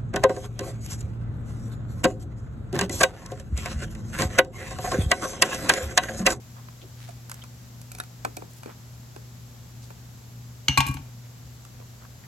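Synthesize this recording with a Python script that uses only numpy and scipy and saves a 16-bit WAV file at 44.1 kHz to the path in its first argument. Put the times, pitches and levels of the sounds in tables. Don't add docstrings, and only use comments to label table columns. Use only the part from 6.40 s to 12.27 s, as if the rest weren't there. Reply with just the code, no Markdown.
import sys
import numpy as np
from scipy import signal
from scipy.fft import rfft, irfft
from scipy.io import wavfile
from scipy.ndimage import uniform_filter1d

SR = 44100
rng = np.random.default_rng(int(sys.argv[2]) if len(sys.argv) > 2 else 0)


def file_out(sig):
    cols = np.atleast_2d(sig).T
    lim = np.clip(cols, -1, 1)
    pcm = np.round(lim * 32767).astype(np.int16)
    wavfile.write(sys.argv[1], SR, pcm)


N = 259043
HZ = np.fft.rfftfreq(4096, 1 / SR)
T = np.arange(SR * 3 // 5) / SR
# (time [s], clack level [dB], ring level [dB], ring centre [Hz],
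# flatness [0 on edge to 1 on face], grit tick level [dB], thud level [dB])
PAD_LANDINGS = [(4.283, -11.5, -23.5, 3000, 0.033, -34, -18.5), (4.2955, -31, -39, 3000, .24, -42, -42),
                (4.3747, -13.5, -12, 1850, .95, -21, -17), (4.3825, -25, -45, 3500, 0.44, -28, -33),
                (4.4039, -15.5, -39, 3700, .99, -25.5, -31.5), (4.4557, -39, -42, 1500, 0.54, -54, -28),
                (4.4656, -40, -31, 2600, 0.82, -30.5, -47), (4.477, -50, -26.5, 2690, 0.74, -42, -44),
                (4.485, -41, -31, 2600, 0.76, -36, -20), (4.511, -57, -42.5, 1200, 1, -41, -54),
                (4.541, -42, -71, 2500, .4, -37, -26.5), (4.569, -37.5, -51, 1300, 0.49, -55, -36.5),
                (4.59, -52, -57, 1300, 0.82, -60, -33)]


def held_pad():
    # (time [s], knock level [dB], knock centre [Hz], grit tick level [dB],
    # ring level [dB], spot [0 at tip to 1 on flank])
    taps = [(0.285, -42, 1040, -58, -61, 0.78), (.691, -47, 676, -49, -50, .6),
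            (.896, -40.5, 1330, -36.5, -59, .2), (0.915, -35, 1300, -32.5, -66, 0.12),
            (.942, -48, 1300, -40, -66, .2), (1.038, -45, 950, -43.5, -53, .9),
            (1.415, -56, 600, -42, -57, .5), (1.517, -58, 900, -36.5, -45.5, 0.63),
            (1.5497, -51, 700, -38.5, -46.5, 0.77), (1.585, -43, 910, -39, -49, 0.49),
            (1.6006, -34.5, 1150, -35, -32.5, 0), (1.636, -46, 1400, -45, -55, 0.33),
            (1.8489, -21.5, 774, -30, -36, 1), (1.968, -45, 500, -33, -55, .5),
            (1.9711, -33, 333, -46, -40, 0.75), (2.021, -35.5, 450, -55, -57, 0.78),
            (2.2326, -38.5, 1060, -45.5, -51, 0.73), (2.259, -32.5, 373, -51, -51, .9),
            (2.28, -47, 700, -58, -64, .8), (2.292, -41.5, 520, -56, -60, 0.71),
            (2.762, -38, 520, -48, -52, .6), (3.504, -41.5, 597, -51, -53, 0.75),
            (5.25, -46, 1400, -45.5, -62, 0.51), (5.401, -44.5, 400, -66, -58, .8)]
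    # (frequency [Hz], level at tip [dB], level on flank [dB], t60 [s])
    joint_modes = [(231, -21, -5, .1), (400, -13, -9, .07), (592, -37, -8.5, 0.072),
                   (730, -5.5, -1.5, 0.082), (946, -33, -7.5, 0.082), (1086, -38, -11, 0.065),
                   (1390, -5, -8, 0.064), (1457, 4.5, -20, 0.04), (1705, 2.5, -27, 0.04),
                   (2363, -33, 7.5, 0.038), (2510, -16, -6.5, 0.096), (3800, 3.5, -26, 0.032),
                   (4370, -10, 1, 0.028), (5700, -9, -33, 0.033), (8200, -20, -8, 0.04),
                   (10300, 9.5, -21, 0.014)]
    lead = [(0, -2), (1550, -1.55), (3100, -8), (7490, -7), (13900, 4.5), (16500, 4)]
    side = [(60, -5), (150, 11), (380, 1), (950, 2), (2380, -3.5), (5980, -6), (15000, 5)]
    even_tick_hz, tick_db_per_octave = 6460, 27
    thump_hz, thump_t60_s, thump_lag_s = 340, 0.14, 0.012
    thump_re_1khz_knock_db, thump_db_per_octave = -18, 6

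    out = np.zeros((2, N))
    hz, tip_db, flank_db, t60_s = np.transpose(joint_modes)
    for s, knock_db, knock_hz, tick_db, ring_db, spot in taps:
        knock = contact(hump(knock_hz, q=0.86) ** 2, t60=0.028, likeness=0.88, tail_db=-27, tail_t60=0.11)
        mode_db = 20 * np.log10(blend(amp(tip_db), amp(flank_db), spot))
        clink = ring(hz, ring_db + mode_db, t60_s)
        tick_hz = even_tick_hz * 2 ** ((tick_db - knock_db) / tick_db_per_octave)
        grit = tick(tick_hz, t60=0.014)
        add(out, s, amp(knock_db) * knock + amp(tick_db) * grit + clink)

        thump = contact(hump(thump_hz, q=0.93) ** 2, thump_t60_s, likeness=0.94, tail_db=-24, tail_t60=0.18)
        duller_octaves = np.log2(1000 / knock_hz)
        thump_db = knock_db + thump_re_1khz_knock_db + thump_db_per_octave * duller_octaves
        add(out, s + thump_lag_s, amp(thump_db) * thump)
    return place(out, lead, side)


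def scrapes():
    # (time [s], length [s], level [dB rms over sound and equal tail, plus 3], centre [Hz])
    rubs = [(.156, 0.064, -54, 990), (0.404, 0.044, -55, 3140), (0.416, 0.054, -52.5, 367),
            (0.557, .19, -55, 1980), (0.683, 0.017, -43, 694), (.932, 0.14, -60, 1490),
            (1.014, .018, -48.5, 3270), (2.075, .15, -59, 7000), (2.255, .09, -53.5, 1130),
            (3.409, 0.076, -57, 5000), (4.822, 0.066, -65, 2200), (5.401, 0.066, -60, 785),
            (5.604, 0.062, -54.5, 1210), (5.827, 0.042, -57.5, 1840)]
    slip_s, slip_power = 0.08, 1.22
    grains_per_s, grain_spread_db = 1500, 3.5
    catch_rms_db, catch_hz = 1.5, 70

    out = np.zeros((2, N))
    catching = amp(catch_rms_db * drift(catch_hz))
    for s, length_s, db, hz in rubs:
        size = round(length_s * SR)
        q = (slip_s / length_s) ** slip_power
        grains = noise_pair(size, 0.3)
        hits = rng.random(size) < grains_per_s / SR
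        grains *= hits * signal.windows.tukey(size, .6)
        grains *= amp(grain_spread_db * rng.standard_normal(size))
        grains *= np.roll(catching, -round(s * SR))[:size]
        with_tail = np.pad(grains, ((0, 0), (0, size)))
        sound = colour(with_tail, hump(hz, q) ** 2)
        add(out, s, amp(db) * unit(sound) / np.sqrt(2))
    return out


def dropped_pad():
    # (frequency [Hz], level struck on edge [dB], level struck on face [dB], t60 [s])
    pad_modes = [(950, -18, -28, 0.046), (1106, -24, -17, .3), (1114, -20, 3, .15), (1117, -20, -9, .38),
                 (1613, -8, -16, 0.14), (1696, -16, -39, 0.45), (2250, -14, -22, 0.07),
                 (2411, -14, -2.5, .21), (2435, -30, -9, .25), (2812, 1, -17, .33), (2953, -1, -19, .19),
                 (2460, -28, -21, 0.054), (3420, -17, -33, 0.1), (3580, -27, -27, 0.11),
                 (3980, -32, -6, .11), (4180, -22, -14, .06), (4290, -10, -19, 0.09), (5340, -20, -9, 0.22),
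                 (5800, -4.5, -24, 0.33), (5930, -20, -25, .25), (6205, -5, -29, 0.41),
                 (6450, -16, -23, 0.13), (7100, -13, -17, 0.25), (8160, -16, 0, 0.06)]
    # (frequency [Hz], width [Hz], level on edge [dB], level on face [dB])
    clack_modes = [(800, 75, -2.5, -7), (896, 42, -2, 5.5), (1490, 280, -11, -12), (2226, 120, -.5, -2),
                   (2680, 190, -14, -2), (3080, 300, -2, -12), (3550, 140, -29, -6.5),
                   (4250, 160, -1.5, -2.5), (6330, 390, -4, -9.5), (8150, 430, -28, -22)]
    lead = [(0, 1), (1720, 1.5), (2150, 1), (4910, -0.5), (6370, 7.5), (7240, 6), (11100, 11.5),
            (15100, 17.5), (16100, 14), (16500, 31)]
    side = [(60, -9), (99, 1.0), (160, -0.5), (270, -10), (450, -23), (740, 1.5), (1220, -1), (2010, 0),
            (3330, -4.5), (5500, -9), (9080, -4), (15000, -4)]
    edge_t60_s, face_t60_s = 0.016, 0.022
    full_blow_hz, softer_db_per_octave = 28000, 13
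    small_plate_hz = 560
    hard_tick_hz, tick_rise_hz_per_db = 5000, 125

    out = np.zeros((2, N))
    hz, edge_db, face_db, ring_t60_s = np.transpose(pad_modes)
    radiated = 1 / np.hypot(1, (small_plate_hz / (HZ + 1)) ** 2)
    for s, clack_db, ring_db, centre_hz, flat, tick_db, _ in PAD_LANDINGS:
        favoured_db = 20 * np.log10(np.interp(hz, HZ, hump(centre_hz, q=1.5)))
        clang = ring(hz, ring_db + favoured_db + blend(edge_db, face_db, flat), ring_t60_s)

        body = resonances([(f, width, blend(on_edge, on_face, flat))
                           for f, width, on_edge, on_face in clack_modes])
        soft_hz = full_blow_hz * 2 ** (clack_db / softer_db_per_octave)
        softness = 1 / np.hypot(1, HZ / soft_hz) ** 2
        clack_t60_s = blend(edge_t60_s, face_t60_s, flat)
        clack = contact(body * softness * radiated, clack_t60_s, likeness=0.77, tail_db=-25, tail_t60=0.22)

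        grit = tick(hard_tick_hz - tick_rise_hz_per_db * clack_db, t60=0.037)
        landing = clang + amp(clack_db) * clack + amp(tick_db) * grit
        add(out, s, landing, pan_db=4.5)
    return place(out, lead, side)


def bench():
    # (frequency [Hz], level [dB], t60 [s])
    bench_modes = [(76, 1, 0.066), (97, -4.5, 0.075), (130.3, 1, .17), (197, -11, 0.14), (266, 1.5, 0.084)]
    push_hz = 240
    bend_delay_s, bend_hz = 0.00726, 130

    out = np.zeros((2, N))
    hz, mode_db, t60_s = np.transpose(bench_modes)
    push_db = -10 * np.log10(1 + (hz / push_hz) ** 4)
    boom = ring(hz, mode_db + push_db, t60_s) * (1 - np.exp(-T / .002))
    for s, *_, thud_db in PAD_LANDINGS:
        add(out, s, amp(thud_db) * boom, pan_db=2.5)

    f = np.fft.rfftfreq(N, 1 / SR)
    bend_phase = 2 * np.pi * 2 * bend_delay_s * np.sqrt(bend_hz * f)
    out = irfft(rfft(out) * np.exp(-1j * bend_phase), N)
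    return signal.sosfilt(signal.butter(3, [50, 330], "bandpass", fs=SR, output="sos"), out)


def workshop():
    air_points = [(20, -26), (40, -17), (62, 0), (90, -3), (125, -4), (155, -5.5), (240, -10.5),
                  (290, -17.5), (450, -19.5), (700, -19.5), (950, -21.5), (2500, -28), (7500, -24.5),
                  (10000, -51)]
    hiss_points = [(7000, -11.5), (9500, -5), (11000, 10.5), (12500, 12.5), (14000, 2.5), (16000, 4)]
    hum_tones = [(120, -45), (240, -61.5)]
    # (frequency [Hz], left-right likeness [-1 to 1])
    likeness_points = [(60, 0.84), (150, 0.88), (380, 0.6), (950, 0), (2380, 0.3), (5980, 0.07),
                       (15000, 0.23)]
    air_db = -54.5

    f = np.fft.rfftfreq(N, 1 / SR)
    a, b = rfft(rng.standard_normal((2, N)))
    c = np.clip(read(likeness_points, f), -1, 1)
    pair = np.array([a, c * a + np.sqrt(1 - c * c) * b])
    air = pair * amp(read(air_points, f))
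    air_rms = irfft(air * (f > 400), N).std()
    rumble = amp(air_db) * irfft(air, N) / air_rms
    hiss = amp(-61) * unit(irfft(pair * amp(read(hiss_points, f)), N))

    wavering_s = np.arange(N) / SR + 0.00023 * drift(rate_hz=1.34)
    hum = sum(amp(db) * np.sqrt(2) * np.sin(2 * np.pi * hz * wavering_s) for hz, db in hum_tones)
    hum = hum * amp(1.7 * drift(rate_hz=2.7))
    left_tilt = amp([[.6], [-.6]])
    return (rumble + hum) * left_tilt + hiss


def room(x, t60, wet_db):
    decay = amp(-60 * T / t60) * (T > .006)
    tail = colour(noise_pair(len(T), 0.12) * decay, hump(1200, q=.4))
    return amp(wet_db) * signal.oaconvolve(x, tail / np.linalg.norm(tail[0]), axes=1)[:, :N]


def contact(gain, t60, likeness, tail_db, tail_t60):
    meet_s = 0.00034
    decay = amp(-60 * T / t60) + amp(tail_db - 60 * T / tail_t60)
    spray = noise_pair(len(T), likeness) * decay
    sound = colour(spray * (1 - np.exp(-T / meet_s)), gain)
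    return sound / np.sqrt(uniform_filter1d((sound ** 2).mean(0), size=160).max())


def tick(hz, t60):
    top_rolloff = 1 / np.sqrt(1 + (HZ / 13500) ** 12)
    gain = hump(hz, q=0.75) * hump(6700, q=0.11) * top_rolloff
    return contact(gain, t60, likeness=1.0, tail_db=-24, tail_t60=0.18)


def ring(hz, db, t60):
    decay = amp(db[:, None] - 60 * T / t60[:, None])
    return (np.sin(2 * np.pi * hz[:, None] * T) * decay).sum(0)


def resonances(modes):
    f = HZ + 1
    return np.sqrt(sum(amp(db) ** 2 / (1 + ((f * f - hz * hz) / (f * width)) ** 2) for hz, width, db in modes))


def hump(hz, q):
    return 1 / np.sqrt(1 + (q * ((HZ + 1) / hz - hz / (HZ + 1))) ** 2)


def colour(x, gain):
    log_gain = np.log(np.maximum(gain / gain.max(), 1e-4))
    circle = np.r_[log_gain, log_gain[-2:0:-1]]
    impulse = np.fft.ifft(np.exp(np.conj(signal.hilbert(circle)))).real
    return signal.oaconvolve(x, impulse[None, :len(HZ)], axes=1)[:, :x.shape[1]]


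def noise_pair(size, likeness):
    a, b = rng.standard_normal((2, size))
    c = np.clip(likeness, 0, 1)
    return np.array([a, c * a + np.sqrt(1 - c * c) * b])


def drift(rate_hz):
    f = np.fft.rfftfreq(N, 1 / SR)
    return unit(irfft(rfft(rng.standard_normal(N)) * np.exp(-(f / rate_hz) ** 2), N))


def place(x, lead, side):
    f = np.fft.rfftfreq(N, 1 / SR)
    half = amp(read(side, f) / 2) * np.exp(.5j * np.interp(f, *np.transpose(lead)))
    pair = np.array([half, 1 / half])
    return irfft(rfft(x) * pair / np.sqrt((abs(pair) ** 2).mean(0)), N)


def add(mix, s, sound, pan_db=0):
    part = mix[:, round(s * SR):][:, :sound.shape[-1]]
    part += (sound * amp([[pan_db / 2], [-pan_db / 2]]))[:, :part.shape[1]]


def read(points, hz):
    f, value = np.transpose(points)
    return np.interp(np.log(hz + 1), np.log(f + 1), value)


def blend(a, b, share):
    return a + np.clip(share, 0, 1) * (b - a)


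def unit(x):
    return x / np.sqrt(np.mean(x ** 2) + 1e-20)


def amp(db):
    return 10 ** (np.asarray(db) / 20)


def scene():
    near = held_pad() + scrapes()
    further = dropped_pad()
    near_room = room(near, t60=0.16, wet_db=-23)
    further_room = room(further, t60=0.36, wet_db=-16.5)
    return near + near_room + further + further_room + bench() + workshop()


def record(dry):
    low_pass = signal.firwin(511, 16300, window=("kaiser", 9), fs=SR)
    return signal.oaconvolve(dry, low_pass[None], "same")


dry = scene()
out = record(dry)
file_out(out)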